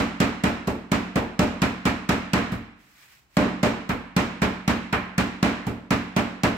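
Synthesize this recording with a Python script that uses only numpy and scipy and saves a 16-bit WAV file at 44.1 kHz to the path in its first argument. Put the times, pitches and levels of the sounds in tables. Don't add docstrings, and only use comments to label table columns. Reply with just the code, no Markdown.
import sys
import numpy as np
from scipy import signal
from scipy.fft import rfft, irfft, next_fast_len
from scipy.io import wavfile
from scipy.ndimage import uniform_filter1d

SR = 44100
rng = np.random.default_rng(int(sys.argv[2]) if len(sys.argv) > 2 else 0)


def inscribe(sig):
    pcm = np.round(np.clip(np.atleast_2d(sig).T, -1, 1) * 32767)
    wavfile.write(sys.argv[1], SR, pcm.astype(np.int16))


def level_to_linear(level):
    exponent = np.asarray(level, float) / 20
    return 10 ** exponent


N = 289721

# thud_s, strength_db, board_knock_over_thud_db, flat_slap_over_thud_db
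PIN_BLOWS = [(-0.0274, -16, -10, -5), (0.204, -16.5, -9.5, -4.5), (0.4386, -18, -8, -4),
             (0.6744, -22.5, -7, -9.5), (0.9183, -18, -9, -4.5), (1.1584, -21.5, -4.5, -4.5),
             (1.3936, -16, -7.5, -6.5), (1.62, -18.5, -10.5, -3.5), (1.8555, -18.5, -9.5, -3),
             (2.092, -17.5, -10, -3), (2.3352, -17, -9.5, -2), (2.521, -27.5, -14, -8.5),
             (3.3706, -12.5, -9, -6.5), (3.6322, -17, -7, -4.5), (3.894, -24, -7.5, -2),
             (4.1659, -17, -9.5, -4), (4.42, -19, -8.5, -3), (4.679, -18, -10, -3.5),
             (4.9282, -24, -6.5, 4), (5.1813, -18, -11.5, -4), (5.429, -17, -8, -2),
             (5.6678, -25.5, -9, -11.5), (5.908, -18.5, -9.5, -3.5), (6.1657, -19, -7.5, -3.5),
             (6.4361, -18, -8, -3.5)]
# pitch_hz, t60_s, left_db, right_db, sign (which way it swings first)
LOW_RING = [(42.3, 0.64, -25.1, -28.2, 1), (62.4, 0.33, -25.1, -26.2, 1),
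            (76.3, 0.45, -26.4, -29.3, -1), (91.9, 0.46, -32.1, -31.0, 1),
            (117.0, 0.37, -25.6, -23.9, 1), (137.4, 0.76, -39.0, -38.2, 1),
            (174.9, 0.8, -39.3, -40.0, -1), (185.0, 0.8, -28.1, -26.3, 1),
            (184.8, 0.22, -16.1, -15.1, -1), (192.6, 0.32, -24.9, -22.3, -1),
            (208.0, 0.8, -33.6, -35.1, -1), (223.9, 0.23, -19.0, -16.3, -1),
            (227.2, 0.53, -24.1, -26.4, 1),
            (238.1, 0.58, -35.1, -24.0, 1), (258.5, 0.45, -27.0, -27.0, -1),
                (276.0, 0.65, -45.2, -28.0, -1), (283.5, 0.42, -26.3, -25.3, 1),
                (294.7, 0.8, -38.6, -40.8, 1), (310.6, 0.8, -38.1, -37.0, -1),
                (328.1, 0.28, -30.3, -33.1, 1), (354.0, 0.54, -38.2, -36.3, -1),
                (393.6, 0.22, -29.9, -29.1, 1), (423.4, 0.25, -30.7, -30.1, -1),
                (468.4, 0.48, -39.0, -35.6, 1), (506.4, 0.28, -39.2, -34.8, -1),
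                (599.3, 0.28, -32.7, -29.3, 1)]
# pitch_hz, t60_s, left_db, right_db, sign
BOARD_RING = [(595, 0.16, -28, -34, -1), (605, 0.36, -35, -38.5, 1), (704, 0.45, -32, -52, 1),
              (854, 0.38, -33, -42, -1), (973, 0.23, -54, -65, 1), (1045, 0.47, -40.5, -47, -1),
              (1310, 0.3, -35, -71, 1), (1970, 0.44, -64, -54, 1), (2380, 0.32, -49, -35.5, -1),
              (2800, 0.93, -62, -61, 1)]
# pitch_hz, level_db (per Hz)
RATTLE_COLOUR = [(350, -4), (600, -5.5), (1000, -4.5), (1600, -10), (2550, -15), (3400, -18.5),
                 (5900, -28.5), (8400, -29.5), (11000, -29), (13500, -26.5), (17000, -60)]
# pitch_hz, level_db (per Hz)
CRACK_COLOUR = [(400, -23.5), (1500, -8), (4000, -11.5), (8000, -16), (11000, -14.5), (13500, -13),
                (15500, -14)]
# pitch_hz, likeness (1 = the same)
LIKENESS = [(60, 0.71), (180, 0.77), (550, 0.6), (1650, 0.022), (4970, 0.015), (15000, -0.0)]
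# pitch_hz, left_minus_right_db
BALANCE = [(60, 4), (150, -3), (380, 1), (950, -3), (2380, -2.5), (5980, -2), (15000, 4.5)]
# time_s, drag_db
BAG_SLIDE = [
    (2.76, -79),
    (2.80, -61),
    (2.942, -57.5),
    (3.034, -52),
    (3.072, -55.5),
    (3.122, -52.5),
    (3.19, -58.5),
    (3.28, -71),
    (3.35, -57),
]
# pitch_hz, level_db (per Hz)
DRAG_COLOUR = [(180, -43), (300, -16), (518, -10.5), (2040, 4), (3880, -1), (4530, -4), (4990, -0.5),
               (7820, -7), (8500, -4), (11000, -35), (18700, -120)]
# pitch_hz, level_db (per Hz)
HISS_COLOUR = [(5290, -38), (9000, 2), (12000, 10), (15800, 10.5)]
# pitch_hz, level_db (per Hz)
QUIET_COLOUR = [(18, -31), (30, -6), (287, -5), (554, -13), (801, -7), (1160, -9), (1760, -12.5),
                (6050, -21), (16000, -27)]
# pitch_hz, level_db (per Hz)
RUMBLE_COLOUR = [(15, -36), (25, 1), (54, 10.5), (102, -8), (140, 3.5), (260, -23), (340, -42.5),
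                 (570, -120)]
# pitch_hz, rattle_t60_s, room_t60_s, room_over_rattle_db
DYING = [(394, 0.34, 0.63, -5), (942, 0.048, 0.7, -7), (2240, 0.12, 0.81, -6.5), (3975, 0.075, 0.68, -6),
         (6840, 0.067, 0.54, -6), (11050, 0.1, 0.59, -13), (14000, 0.31, .33, 1)]

BAND_EDGES_HZ = 28.6 * 2 ** np.arange(0, 9.4, 0.4)
LEAD_IN = round(0.06 * SR)
USUAL_THUD_DB, USUAL_KNOCK_DB = -19, -24
BAG_LEAD_S = 0.0028
CRACK_DB, CRACK_PER_DB, CRACK_TOP_DB = -33, 1.73, -29.5
CRACK_PER_SLAP = 0.2
SHEEN_SHARE = 0.43


def at_hz(points, hz):
    points = np.array(points)
    return np.interp(np.log(hz), np.log(points[:, 0]), points[:, 1])


def bands(x, low_hz):
    for k, (low, high) in enumerate(zip(BAND_EDGES_HZ, BAND_EDGES_HZ[1:])):
        if low > low_hz:
            band_filter = signal.butter(3, [low, high], "band", fs=SR, output="sos")
            yield np.sqrt(low * high), signal.sosfilt(band_filter, x[k % 2])


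def spread(mid, side, hz):
    alike = np.clip(at_hz(LIKENESS, hz), 0, 1)
    balance = level_to_linear(at_hz(BALANCE, hz) * np.array([[0.5], [-0.5]]))
    return balance * (np.sqrt(1 + alike) * mid + np.sqrt(1 - alike) * side * [[1], [-1]])


def stereo_noise(colour):
    white = rng.standard_normal((2, 2, N))
    noise = sum(level_to_linear(at_hz(colour, hz)) * spread(*band, hz) for hz, band in bands(white, low_hz=20))
    return noise / np.sqrt(np.mean(noise ** 2) + 1e-20)


def stepped_noise(samples):
    return np.repeat(rng.standard_normal(N // samples + 1), samples)[:N]


def swell(at, level_db, rise_s, t60):
    power = np.full(N + LEAD_IN, 1e-18)
    power[at] = level_to_linear(2 * level_db)
    up, down = np.exp(-1 / (rise_s * SR)), level_to_linear(-120 / (t60 * SR))
    rise = [(1 - up) ** 2, 0, 0, 1, -2 * up, up * up]
    decay = [1, 0, 0, 1, -down, 0]
    return signal.sosfilt([rise, decay], power)[LEAD_IN:]


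def blows():
    thud_s, thud_db, knock_db, slap_db = np.transpose(PIN_BLOWS)
    crack_db = CRACK_DB + CRACK_PER_DB * (thud_db - USUAL_THUD_DB) + CRACK_PER_SLAP * (slap_db + 3.5)
    crack_db = np.minimum(crack_db, CRACK_TOP_DB)
    return thud_s - BAG_LEAD_S, thud_s, thud_db, thud_db + knock_db, thud_db + slap_db, crack_db


def slap():
    touch_s, _, _, knock_db, slap_db, crack_db = blows()
    touch = LEAD_IN + np.round(touch_s * SR).astype(int)
    creases = level_to_linear(5.5 * stepped_noise(30))
    bumps = level_to_linear(2.5 * uniform_filter1d(stepped_noise(150), size=100))
    sheen_db = SHEEN_SHARE * (crack_db + 35) - 22.5
    out = 0
    for hz, band in bands(rng.standard_normal((2, 2, N)), low_hz=260):
        blow_db = np.array([at_hz([(550, knock), (1700, flat), (7000, crack + 12), (13000, sheen)], hz)
                            for knock, flat, crack, sheen in zip(knock_db, slap_db, crack_db, sheen_db)])
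        rattle_t60, room_t60, room_db = [at_hz(np.array(DYING)[:, [0, column]], hz) for column in (1, 2, 3)]
        crack = swell(touch, blow_db + at_hz(CRACK_COLOUR, hz) + 17.5, rise_s=0.0018, t60=0.013) * creases
        body_db = blow_db + at_hz(RATTLE_COLOUR, hz) + 19
        meat = swell(touch, body_db + 1, rise_s=0.006, t60=0.11)
        rattle = swell(touch, body_db, rise_s=0.011, t60=rattle_t60) * bumps
        room = swell(touch, body_db + room_db, rise_s=0.0028, t60=room_t60)
        out = out + np.sqrt(np.abs(crack + meat + rattle + room)) * spread(*band, hz)
    return out


def boom():
    _, thud_s, thud_db, knock_db, slap_db, _ = blows()
    at = LEAD_IN + np.round((thud_s - 0.001) * SR).astype(int)
    out = 0
    for hz, t60, left_db, right_db, sign in LOW_RING + BOARD_RING:
        if hz < 340:
            level_db = thud_db - USUAL_THUD_DB
        else:
            level_db = (knock_db if hz < 900 else slap_db) - USUAL_KNOCK_DB + 4.5
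        if hz < 130:
            level_db = level_db * 0.4
        if 560 < hz < 620:
            level_db = level_db + knock_db + 29
        vary_db = at_hz([(400, 1.9), (1000, 1.3)], hz)
        clicks = np.full(N + LEAD_IN, 1e-18)
        clicks[at] = level_to_linear(level_db + vary_db * rng.standard_normal(len(at)))
        r, w = level_to_linear(-60 / (t60 * SR)), 2 * np.pi * hz / SR
        ring = signal.lfilter([0, np.sin(w)], [1, -2 * r * np.cos(w), r * r], clicks)
        out = out + sign * level_to_linear(np.array([[left_db], [right_db]])) * ring
    soft = signal.butter(2, 4500, fs=SR, output="sos")
    return signal.sosfilt(soft, out)[:, LEAD_IN:]


def house():
    return level_to_linear(-67) * stereo_noise(QUIET_COLOUR) + level_to_linear(-65) * stereo_noise(RUMBLE_COLOUR)


def slide():
    last_s, last_db = BAG_SLIDE[-1]
    s, drag_db = np.transpose(BAG_SLIDE + [(last_s + 0.02, last_db)])
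    hiss_db = -60 + 1.1 * (drag_db + 61.5)
    t = np.arange(N) / SR
    drag, hiss = [level_to_linear(np.interp(t, s, db, left=-120, right=-120)) for db in (drag_db, hiss_db)]
    creases = level_to_linear(0.67 * stepped_noise(300))
    return creases * (drag * stereo_noise(DRAG_COLOUR) + hiss * stereo_noise(HISS_COLOUR))


def scene():
    return slap() + boom() + house() + slide()


def capsule(x):
    size = next_fast_len(N)
    hz = np.arange(size // 2 + 1) * SR / size
    presence_db = -3 * 0.5 * (1 + np.tanh((hz - 2860) / 120))
    top_db = -8.5 * 0.5 * (1 + np.tanh((hz - 8500) / 150))
    return irfft(rfft(x, size) * level_to_linear(presence_db + top_db), size)[:, :N]


def limiter(x, ceiling_db, release_db_per_s, attack_s):
    release_db = release_db_per_s * np.arange(N) / SR
    level_db = 20 * np.log10(np.abs(x).max(axis=0) + 1e-9)
    held_db = np.maximum.accumulate(level_db + release_db) - release_db
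    r = np.exp(-1 / (attack_s * SR))
    gain_db = signal.lfilter([1 - r], [1, -r], np.minimum(ceiling_db - held_db, 0))
    return x * level_to_linear(gain_db)


def roll_off(x):
    return signal.sosfilt(signal.butter(12, 16980, fs=SR, output="sos"), x)


def record(dry):
    ports = signal.butter(2, 80, "high", fs=SR, output="sos")
    top_cut = signal.cheby2(14, 26, 15950, fs=SR, output="sos")
    heard = capsule(signal.sosfilt(ports, dry))
    held = limiter(heard, ceiling_db=-7.5, release_db_per_s=125.5, attack_s=0.0022)
    rounded = 0.68 * np.tanh(held / 0.69)
    return roll_off(signal.sosfilt(top_cut, rounded))


dry = scene()
out = record(dry)
inscribe(out)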